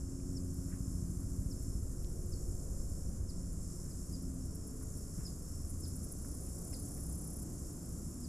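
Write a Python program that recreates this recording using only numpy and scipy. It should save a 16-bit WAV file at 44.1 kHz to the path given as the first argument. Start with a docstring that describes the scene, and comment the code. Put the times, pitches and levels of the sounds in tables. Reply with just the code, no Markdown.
"""Insects at a marshy river edge

A dense insect chorus hisses in the weeds: noise filtered to the colour of many wings. Crickets trill with
short sagging tones, and a near katydid ticks, then buzzes, as rasping noise shaped by wing strokes.
A small bird gives thin falling chips, which are gliding tones. A far helicopter throbs with pulses and
tones that sink in pitch, over a low noise rumble and a faint hum; water laps and snaps softly.
"""
import sys
import numpy as np
from scipy import signal
from scipy.fft import rfft, irfft, next_fast_len
from scipy.io import wavfile
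from scipy.ndimage import uniform_filter1d

SR = 44100
rng = np.random.default_rng(int(sys.argv[2]) if len(sys.argv) > 2 else 0)


def transcribe(u):
    """Save the signal u as a 16-bit wav file named by the first command-line argument.

    u: samples, shape (n,) or (channels, n), limited to [-1, 1]; the rate is SR.
    q: integer samples, one column per channel.
    """
    v = np.clip(np.atleast_2d(u).T, -1, 1)
    q = np.round(v * 32767).astype(np.int16)
    wavfile.write(sys.argv[1], SR, q)


N = 365148
T = np.arange(N) / SR  # time of every sample, in seconds

# massed insects, loudness over time: t/s, level/dB
CHORUS_LEVEL = [(0.15, -58), (0.85, -57), (1.35, -57.5), (1.65, -56), (2.15, -58), (2.65, -56.5),
                (3.35, -58.5), (3.7, -55.5), (4.4, -57.5), (4.9, -57), (5.05, -56.5), (5.9, -56),
                (6.55, -55), (7.25, -56.5), (8.15, -56.5)]
# massed insects, tone colour: f/Hz, density/(dB per Hz)
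CHORUS_COLOUR = [(3600, -28), (4000, -24), (4500, -15.5), (5200, -4.5), (6000, -3.5), (6700, 1.5),
                 (7600, 4.5), (8100, -1.5), (9000, -2), (9900, 1), (11000, -8.5), (13000, -12),
                 (15500, -35)]
# a nearer insect's chirring bouts: start/s, end/s, level/dB
CHIRR_BOUTS = [(.79, .93, -64), (2.31, 2.83, -65.5), (4.83, 4.96, -62), (5.13, 5.3, -67)]
CHIRR_HZ, CHIRR_WIDTH_HZ, CHIRR_STROKE_HZ = 6900, 1000, 58.6

# trilling cricket's phrases: start/s, end/s, level/dB
CRICKET_PHRASES = [(-.05, .42, -71), (.46, .72, -70), (.8, 1.04, -69), (1.23, 1.38, -72.5),
                   (1.55, 1.81, -68.5), (1.96, 2.25, -69.5), (2.33, 2.65, -70.5), (2.74, 3.1, -70),
                   (3.27, 3.52, -69), (3.6, 3.87, -68.5), (3.97, 4.28, -68), (4.4, 4.73, -67),
                   (4.93, 5.3, -67), (5.41, 5.68, -66.5), (5.83, 6.13, -69), (6.22, 6.68, -70.5),
                   (6.82, 7.08, -70), (7.23, 7.5, -71.5), (7.62, 7.92, -70.5), (8.0, 8.35, -70.5)]
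# carrier pitch, wing stroke rate and fall in pitch within a stroke
CRICKET_HZ, CRICKET_STROKE_HZ, CRICKET_SAG_HZ = 5460, 70.5, 950
HIGH_CRICKET_HZ, HIGH_CRICKET_STROKE_HZ, HIGH_CRICKET_SAG_HZ = 5710, 68, 400
# the higher cricket's level at time zero and how fast it grows
HIGH_CRICKET_DB, HIGH_CRICKET_DB_PER_S = -74.5, .5
CHIRP_FIRST_S, CHIRP_EVERY_S, CHIRP_LENGTH_S = .2, .351, .16
PHRASE_FADE_S = .01  # for the crickets and the chirring insect

# near katydid's wing, pressed lightly: f/Hz, density/(dB per Hz)
SOFT_WING = [(7000, -28), (8800, -13), (9400, -7), (9850, 1), (10150, -6), (10450, -3), (11000, -17),
             (11700, -13), (13000, -21), (13700, -19), (15500, -31)]
# the same wing pressed hard, its upper resonance comes out: f/Hz, density/(dB per Hz)
HARD_WING = [(7000, -26), (9000, -12), (9850, 0), (10350, -2), (10850, 0), (11150, -2), (11500, -13),
             (12200, -11.5), (13500, -14), (15500, -26)]
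# near katydid's single strokes: t/s, level before the stroke's shape/dB, wing pressure/(0-1)
TICKS = [(3.304, -58.5, 1), (3.427, -60, 1), (3.532, -59, 1), (3.634, -58, 1), (3.765, -60, 1),
         (3.905, -61, 1), (4.02, -59.5, 1), (4.127, -57.5, 1), (4.229, -58, 1), (4.345, -61, 1),
         (4.46, -59, 1), (4.555, -52.5, 1), (4.677, -51.5, 1), (4.835, -52, 1), (4.975, -51.5, .7),
         (5.703, -49.5, .6), (5.808, -50.5, .4), (5.884, -48.3, .35), (5.963, -49, .4), (6.045, -47, .15),
         (6.124, -47.5, .5)]
BUZZ_STROKE_HZ, BUZZ_FIRST_S = 33.35, 6.244  # stroke rate, and the start of one stroke
BUZZ_START_S, BUZZ_END_S, BUZZ_FADE_S = 6.19, 7.455, .02
# level at the end before the stroke shape, how far below it starts, and the final wing pressure (0-1)
BUZZ_DB, BUZZ_SWELL_DB, BUZZ_END_PRESSURE = -49, 5.5, .8

# far katydids' wings: f/Hz, density/(dB per Hz)
FAR_WING = [(7000, -35), (8800, -8), (9900, -2), (10800, -3), (12200, -7.5), (13500, -13.5), (15500, -32)]
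# far katydids' bouts of buzzing: start/s, end/s, level/dB
FAR_BOUTS = [(.15, 3.37, -64), (3.351, 4.6, -65), (4.35, 8.6, -62.5)]
FAR_FADE_S = .44

# bird chips: end/s, length/s, reference top pitch f/Hz, share by which the pitch falls/(0-1),
# time constant of the fall/s, level before the chip's shape/dB, strength sent to the echo/dB
CHIPS = [(.386, .037, 5800, .34, .0105, -50.5, -13), (1.533, .035, 5850, .35, .011, -53.5, -9),
         (2.345, .029, 5650, .32, .012, -55, -5), (3.313, .035, 5550, .35, .012, -56, -7),
         (3.929, .036, 5480, .44, .0075, -63.5, -4), (4.164, .044, 5130, .42, .007, -55.5, -4),
         (5.279, .037, 5240, .46, .0048, -51.5, -2), (5.86, .037, 5380, .46, .0063, -51, -3),
         (6.755, .035, 5330, .46, .0058, -51.5, -3), (8.262, .037, 5200, .44, .0058, -57, -4)]
# every chip follows one pitch arch: share it first rises by, the rise's time constant, the arch's length
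CHIP_RISE, CHIP_RISE_S, CHIP_ARCH_S = .17, .005, .044
# depth and speed of the flutter, and the time the echo takes to fall by 60 dB
CHIP_FLUTTER_DB, CHIP_FLUTTER_HZ, CHIP_ECHO_T60_S = 2.4, 380, .38

# tail rotor's fundamental fading in and out: t/s, level/dB
TAIL_ROTOR = [(0, -53), (1.9, -54.5), (3.0, -51.5), (4.1, -49.5), (4.7, -55), (5.15, -65), (5.4, -54),
              (5.85, -46.5), (6.25, -60), (6.95, -55), (7.5, -62), (8.1, -56)]
# swells of the tail rotor's whine: partial number, loudest at t/s, length/s, level/dB
WHINE = [(2, .1, .6, -51), (2, 1.1, .85, -50), (2, 3.38, .5, -50.5), (2, 4.25, .5, -51),
         (2, 5.25, .35, -54), (2, 6.45, .3, -54), (2, 7.2, .35, -51), (3, .35, .65, -48),
         (3, 1.4, .75, -52), (3, 3.45, .2, -60), (3, 4.3, .32, -50), (3, 4.8, .2, -57), (3, 6, .3, -54.5),
         (3, 8.25, .5, -53), (4, .3, .65, -58), (4, 1.25, .55, -60), (4, 2.2, .75, -60), (4, 3.7, .9, -67),
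         (5, 2.5, .8, -69), (5, 4.85, .6, -65), (6, 2.5, .9, -71)]
# the tail rotor's blade rate holds, then sinks steadily
BLADE_HZ, SINK_FROM_S, SINK_HZ_PER_S = 89.5, 3.25, 1.8
TAIL_PER_MAIN = 6.52  # tail blade beats for each main blade beat
# main rotor's slap, thrown forward and first to arrive: loudest at t/s, half width/s, level/dB
SLAP_LOBE = (1.03, 0.95, -42.3)
# main rotor's thud: loudest at t/s, half width/s, level/dB
THUD_LOBE = (2.65, 1.0, -41.3)
# main rotor's downwash: loudest at t/s, half width/s, level/dB
WASH_LOBE = (2.68, 2.84, -47)

# soft laps and rustles among the leaves: t/s, length/s, centre f/Hz, width f/Hz, level/dB
LAPS = [(.733, .052, 1500, 1250, -65.5), (1.22, .035, 1150, 600, -70.5), (3.88, .06, 1400, 1200, -72),
        (4.826, .035, 1150, 1100, -68.5), (5.205, .06, 1350, 1500, -68), (6.255, .02, 1350, 900, -69),
        (6.48, .045, 2500, 2200, -76), (6.734, .012, 2300, 2000, -66), (6.98, .015, 1650, 1800, -73)]
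# small snaps and drips in the stems: t/s, centre f/Hz, width f/Hz, peak level/dB
SNAPS = [(.201, 2400, 500, -64), (2.0454, 4300, 5000, -44.5), (2.0477, 3500, 3000, -61),
         (6.248, 1400, 500, -53), (6.731, 1900, 1400, -56), (6.874, 3200, 1500, -63),
         (6.977, 1650, 700, -60)]
# a ripple knocks softly on the boat: t/s, centre f/Hz, width f/Hz, peak level/dB
KNOCK = (5.183, 135, 60, -34)

# steady far hum: f/Hz, middle level/dB
HUM = [(22.4, -55), (63.3, -53)]

# rumble's deep part: f/Hz, density/(dB per Hz)
DEEP_COLOUR = [(7, -16), (14, -13.5), (22, -3), (31, -3), (41, -3), (50, -7.5), (63, -1), (76, -5),
               (92, -1.5), (115, -14), (160, -19.5)]
# rumble's body: f/Hz, density/(dB per Hz)
BODY_COLOUR = [(80, -45), (115, -1), (165, -1), (210, -5), (290, -7.5), (350, -12), (430, -24.5),
               (600, -55)]
# rumble's upper part: f/Hz, density/(dB per Hz)
UPPER_COLOUR = [(280, -9), (400, -0.5), (520, -3), (680, -8), (850, -18.5), (1300, -29)]
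# open air: f/Hz, density/(dB per Hz)
AIR_COLOUR = [(500, 1), (850, -3.5), (1050, 4.5), (1350, 2), (1700, -4.5), (2300, -12), (3200, -14.5),
              (5000, -19.5), (15000, -49)]
# rumble's upper part, loudness over time: t/s, level/dB
UPPER_LEVEL = [(0.15, -62.5), (0.75, -63.5), (2.7, -60), (3.8, -62.5), (4.85, -61.5), (5.65, -62.5),
               (6.5, -59.5), (8.15, -62.5)]
# rumble swells in higher bands: loudest at t/s, length/s, centre f/Hz, width f/Hz, level/dB
RUMBLE_SWELLS = [(2.57, 0.84, 497, 110, -65), (7.27, 2.4, 275, 120, -56.5), (7, 1.4, 705, 240, -69.5)]
DEEP_DB = -47  # steady share, the downwash adds to it
# the body starts here and fills out as the helicopter moves off: start level, rise, its middle and length
BODY_DB, BODY_RISE_DB, BODY_RISE_S, BODY_RISE_LENGTH_S = -49, 2.5, 8.1, 3
# breeze in the far trees, which freshens once: start level, rise, its middle and length
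BREEZE_DB, FRESHEN_DB, FRESHEN_S, FRESHEN_LENGTH_S = -69.5, 1.5, 5.2, 3.9

TOP_HZ = 15600  # the treble ends here


def undb(db):
    """Turn decibels into a gain."""
    return 10 ** (np.asarray(db) / 20)


def curve(rows):
    """Turn a table of times and decibels into a gain for every sample."""
    times, db = np.transpose(rows)
    return undb(np.interp(T, times, db))


def unit(x):
    """Scale a sound to an average strength (rms) of 1."""
    return x / np.sqrt(np.mean(x ** 2))


def colour(x, points):
    """Shape the spectrum along an outline of (Hz, dB) points, nearly silent outside it; rms 1."""
    hz, db = np.transpose(points)
    size = next_fast_len(N)
    f = np.arange(size // 2 + 1) * SR / size
    outline_db = np.interp(np.log(f + 1e-9), np.log(hz), db, left=-90, right=-90)
    return unit(irfft(rfft(x, size) * undb(outline_db), size)[..., :N])


def band(x, hz, width_hz):
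    """Ring a resonance, applied twice for steeper sides; rms 1."""
    b, a = signal.iirpeak(hz, hz / width_hz, fs=SR)
    once = signal.lfilter(b, a, x)
    return unit(signal.lfilter(b, a, once))


def walk(rate):
    """Wander smoothly at random around zero, with about `rate` new targets a second; rms 1."""
    k = max(int(SR / rate), 2)
    steps = np.repeat(rng.standard_normal(N // k + 2), k)
    held = steps[rng.integers(k):][:N]
    return unit(uniform_filter1d(held, k))


def place(x, pan_db):
    """Set a sound in stereo; positive values lean to the left."""
    return np.outer(undb([pan_db / 2, -pan_db / 2]), x)


def noise(side_db, pan_db=0):
    """Stereo noise: a shared middle, plus a side part that makes it wide."""
    mid, side = rng.standard_normal((2, N))
    return place(mid, pan_db) + np.outer([1, -1], side) * undb(side_db)


def swell(at, length):
    """A bell-shaped rise and fall in gain."""
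    return np.exp(-2 * np.minimum(((T - at) / length) ** 2, 20))


def gate(start, end, fade_s):
    """Fade in, hold, fade out."""
    return np.clip(np.minimum(T - start, end - T) / fade_s, 0, 1)


def phrased(rows):
    """Gain of an insect that sings in phrases."""
    return sum(undb(db) * gate(start, end, PHRASE_FADE_S) for start, end, db in rows)


def lobe(at, width, db):
    """Gain of a passing source whose beam sweeps over the listener."""
    return undb(db) / (1 + ((T - at) / width) ** 2)


def ramp(at, length):
    """An even rise from 0 to 1, centred on a moment."""
    return np.clip((T - at) / length + .5, 0, 1)


def trees(x, t60, wet_db):
    """Add the scatter from the tree line: a fading tail of noise, different in each ear."""
    t = np.arange(SR // 2) / SR
    fade = undb(-60 * t / t60) * (1 - np.exp(-t / .0012))
    tail = rng.standard_normal((2, len(t))) * fade
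    tail /= np.sqrt(np.sum(tail ** 2) / 2)
    return x + undb(wet_db) * signal.fftconvolve(x, tail, axes=1)[:, :N]


def chorus():
    """Countless far wings merge into a hiss that surges and shimmers; a nearer singer chirrs in bouts."""
    hiss = colour(noise(side_db=-10.5, pan_db=-.9), CHORUS_COLOUR)
    shimmer = undb(.4 * walk(6) + .51 * walk(70))
    stroke_rate = CHIRR_STROKE_HZ * (1 + .015 * walk(5))
    strokes = unit(1 + .8 * np.cos(2 * np.pi * np.cumsum(stroke_rate) / SR))
    chirr = band(noise(side_db=-11), CHIRR_HZ, CHIRR_WIDTH_HZ) * strokes * phrased(CHIRR_BOUTS)
    return hiss * curve(CHORUS_LEVEL) * shimmer + chirr


def trill(hz, stroke_hz, sag_hz):
    """A cricket: each wing closure is a short tone that sags in pitch."""
    stroke = np.cumsum(stroke_hz * (1 + .004 * walk(4))) / SR % 1  # 0 to 1 within each stroke
    pitch = hz + sag_hz * (.5 - stroke) + 40 * walk(120) + 20 * walk(2.9)
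    tone = np.sin(2 * np.pi * np.cumsum(pitch) / SR)
    return unit(np.sin(np.pi * stroke) ** 4 * tone) * undb(.7 * walk(25))


def crickets():
    """One cricket trills in phrases with short rests; a higher one chirps evenly; a third goes on far back."""
    near = place(trill(CRICKET_HZ, CRICKET_STROKE_HZ, CRICKET_SAG_HZ), -1.1) * phrased(CRICKET_PHRASES)
    starts = np.arange(CHIRP_FIRST_S, T[-1], CHIRP_EVERY_S)
    chirps = [(s, s + CHIRP_LENGTH_S, HIGH_CRICKET_DB + HIGH_CRICKET_DB_PER_S * s) for s in starts]
    high_trill = trill(HIGH_CRICKET_HZ, HIGH_CRICKET_STROKE_HZ, HIGH_CRICKET_SAG_HZ)
    high = place(high_trill, 0) * phrased(chirps)
    far = place(trill(5300, stroke_hz=68, sag_hz=895), .47) * undb(-80)
    return trees(near + high + far, t60=.15, wet_db=-11)


def rasp(wing, rough_db, side_db, pan_db):
    """File teeth catch unevenly, some 900 times a second, and ring the wing."""
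    catches = noise(side_db, pan_db) * undb(rough_db * walk(900))
    return colour(catches, wing)


def near_katydid():
    """Single strokes quicken into a run that swells and stops dead; each stroke builds, then lets go."""
    hard = rasp(HARD_WING, rough_db=3, side_db=-11, pan_db=1.5)
    soft = rasp(SOFT_WING, rough_db=1.5, side_db=-14, pan_db=1)

    def wing(pressure):
        """Blend the soft and hard wing sounds by pressure."""
        return np.sqrt(pressure) * hard + np.sqrt(1 - pressure) * soft

    ticks = np.zeros((2, N))
    for s, db, pressure in TICKS:
        stroke = np.interp(T - s, [-.014, 0, .009], [0, 1.1, 0])
        ticks += undb(db) * stroke * wing(pressure)

    cycle = BUZZ_STROKE_HZ * (T - BUZZ_FIRST_S) % 1
    strokes = np.interp(cycle, [0, .15, .5, .62, .76, 1], [.035, .4, .99, .8, .22, .038])
    # the buzz grows louder and is pressed harder towards its end
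    progress = np.clip((T - BUZZ_START_S) / (BUZZ_END_S - BUZZ_START_S), 0, 1)
    pressure = BUZZ_END_PRESSURE * progress ** 2
    loudness = undb(BUZZ_DB - BUZZ_SWELL_DB * (1 - progress) ** 2)
    effort = gate(BUZZ_START_S, BUZZ_END_S, BUZZ_FADE_S) * loudness
    return trees(strokes * effort * wing(pressure) + ticks, t60=.14, wet_db=-19)


def bird():
    """Each chip flutters and swells as its pitch bends down, then dies away; the longest rise first."""
    direct, scattered = np.zeros((2, N))
    flutter = undb(CHIP_FLUTTER_DB * walk(CHIP_FLUTTER_HZ))
    waver = 1 + .005 * walk(CHIP_FLUTTER_HZ)
    for end, length, hz, fall, fall_s, db, echo_db in CHIPS:
        progress = np.clip((T - end) / length + 1, 0, 1)
        time_left = np.clip(end - T, 0, CHIP_ARCH_S)
        low_start = CHIP_RISE * np.exp((time_left - CHIP_ARCH_S) / CHIP_RISE_S)
        drop = fall * np.exp(-time_left / fall_s)
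        pitch = waver * hz * (1 - low_start - drop)
        shape = np.interp(progress, [0, .15, .45, .64, .82, .9, .98, 1], [0, .42, .78, 1, .5, .18, .04, 0])
        tone = np.sqrt(2) * np.sin(2 * np.pi * np.cumsum(pitch) / SR)
        note = undb(db) * shape * flutter * tone
        direct += note
        # the low end of the note spreads wider, so more of it reaches the trees
        scattered += note * undb(echo_db) * (hz / pitch) ** 2
    sent = place(scattered, 0)
    echo = trees(sent, t60=CHIP_ECHO_T60_S, wet_db=-3) - sent  # keep only the tail
    return place(direct, -.5) + echo


def far_katydids():
    """A shuffling buzz in long bouts from deeper in the weeds."""
    stroke_rate = 31.3 * (1 + .022 * walk(2.53))
    strokes = unit(1 + .4 * np.cos(2 * np.pi * np.cumsum(stroke_rate) / SR))
    bouts = sum(undb(db) * gate(start, end, FAR_FADE_S) for start, end, db in FAR_BOUTS)
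    return rasp(FAR_WING, rough_db=3, side_db=-8.5, pan_db=4.5) * strokes * bouts


def tail_rotor(turns):
    """A tone at the blade rate and its higher partials, each fading in and out in the air."""
    drone = np.zeros(N)
    for k in range(1, 7):
        if k == 1:
            size = curve(TAIL_ROTOR)
        else:
            size = sum(undb(db) * swell(s, length) for partial, s, length, db in WHINE if partial == k)
        flicker = undb(1.2 * walk(8))
        drone += size * flicker * np.sin(2 * np.pi * k * turns + .09 * k * walk(15))
    return np.sqrt(2) * drone


def main_rotor(turns):
    """Each blade sends out one pressure pulse, rounded by distance and repeated once, more softly, off the ground."""
    pulses = np.diff(np.floor(turns / TAIL_PER_MAIN), prepend=0) * undb(1.5 * walk(13))
    pulses = signal.sosfilt(signal.butter(5, 210, fs=SR, output="sos"), pulses)
    pulses = pulses + .35 * np.roll(pulses, int(.021 * SR))
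    thud = unit(band(pulses, 47, 39) + undb(-2.5) * band(pulses, 14.8, 4.9)) * lobe(*THUD_LOBE)
    slap = band(pulses, 67.7, 100) * lobe(*SLAP_LOBE)
    return thud + slap


def helicopter():
    """Both rotors are geared together, so they sink in pitch together."""
    blade_hz = BLADE_HZ - SINK_HZ_PER_S * np.maximum(T - SINK_FROM_S, 0)
    turns = np.cumsum(blade_hz * (1 + .003 * walk(6))) / SR  # tail blade beats so far
    return place(tail_rotor(turns), .33) + place(main_rotor(turns), 0)


def snap(at, hz, width_hz):
    """One click with a brief ring; peak 1."""
    click = band(signal.unit_impulse(N, int(at * SR)), hz, width_hz)
    return click / np.abs(click).max()


def water():
    """Soft crackling laps among floating leaves, small snaps and drips in the stems, and one dull knock."""
    crackle = noise(side_db=-8) * undb(3.5 * walk(300))
    fizz = signal.sosfilt(signal.butter(3, 2500, fs=SR, output="sos"), crackle)
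    laps = sum(band(fizz, hz, width) * swell(s, length) * undb(db) for s, length, hz, width, db in LAPS)
    snaps = sum(snap(s, hz, width) * undb(db) for s, hz, width, db in SNAPS)
    at, hz, width, db = KNOCK
    knock = snap(at, hz, width) * undb(db)
    return laps + trees(place(snaps + knock, 0), t60=.08, wet_db=-9)


def hum():
    """Low tones that waver in the distance."""
    tones = np.zeros(N)
    for hz, db in HUM:
        loudness = undb(db + 2 * walk(2))
        tones += loudness * np.sin(2 * np.pi * hz * T + .4 * walk(3))
    return place(np.sqrt(2) * tones, 0)


def rumble():
    """Low noise, alike in both ears at the bottom and wider higher up, under a light breeze in the trees."""
    deep = colour(noise(side_db=-48), DEEP_COLOUR) * np.hypot(undb(DEEP_DB), lobe(*WASH_LOBE))
    body_gain = undb(BODY_DB + BODY_RISE_DB * ramp(BODY_RISE_S, BODY_RISE_LENGTH_S))
    body = colour(noise(side_db=-16.5, pan_db=-.1), BODY_COLOUR) * body_gain
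    upper = colour(noise(side_db=-7, pan_db=1), UPPER_COLOUR) * curve(UPPER_LEVEL)
    breeze_gain = undb(BREEZE_DB + FRESHEN_DB * ramp(FRESHEN_S, FRESHEN_LENGTH_S))
    air = colour(noise(side_db=-2.5), AIR_COLOUR) * breeze_gain
    swells = np.zeros((2, N))
    for s, length, hz, width, db in RUMBLE_SWELLS:
        swells += band(noise(side_db=-13.5), hz, width) * swell(s, length) * undb(db)
    return deep + body + upper + swells + air


def scene():
    """Add up all the voices of the marsh."""
    insects = chorus() + crickets() + near_katydid() + far_katydids()
    return insects + bird() + helicopter() + water() + hum() + rumble()


def record(dry):
    """Cut the highest treble steeply with a low-pass filter."""
    return signal.sosfilt(signal.ellip(10, .1, 70, TOP_HZ, fs=SR, output="sos"), dry)


dry = scene()
out = record(dry)
transcribe(out)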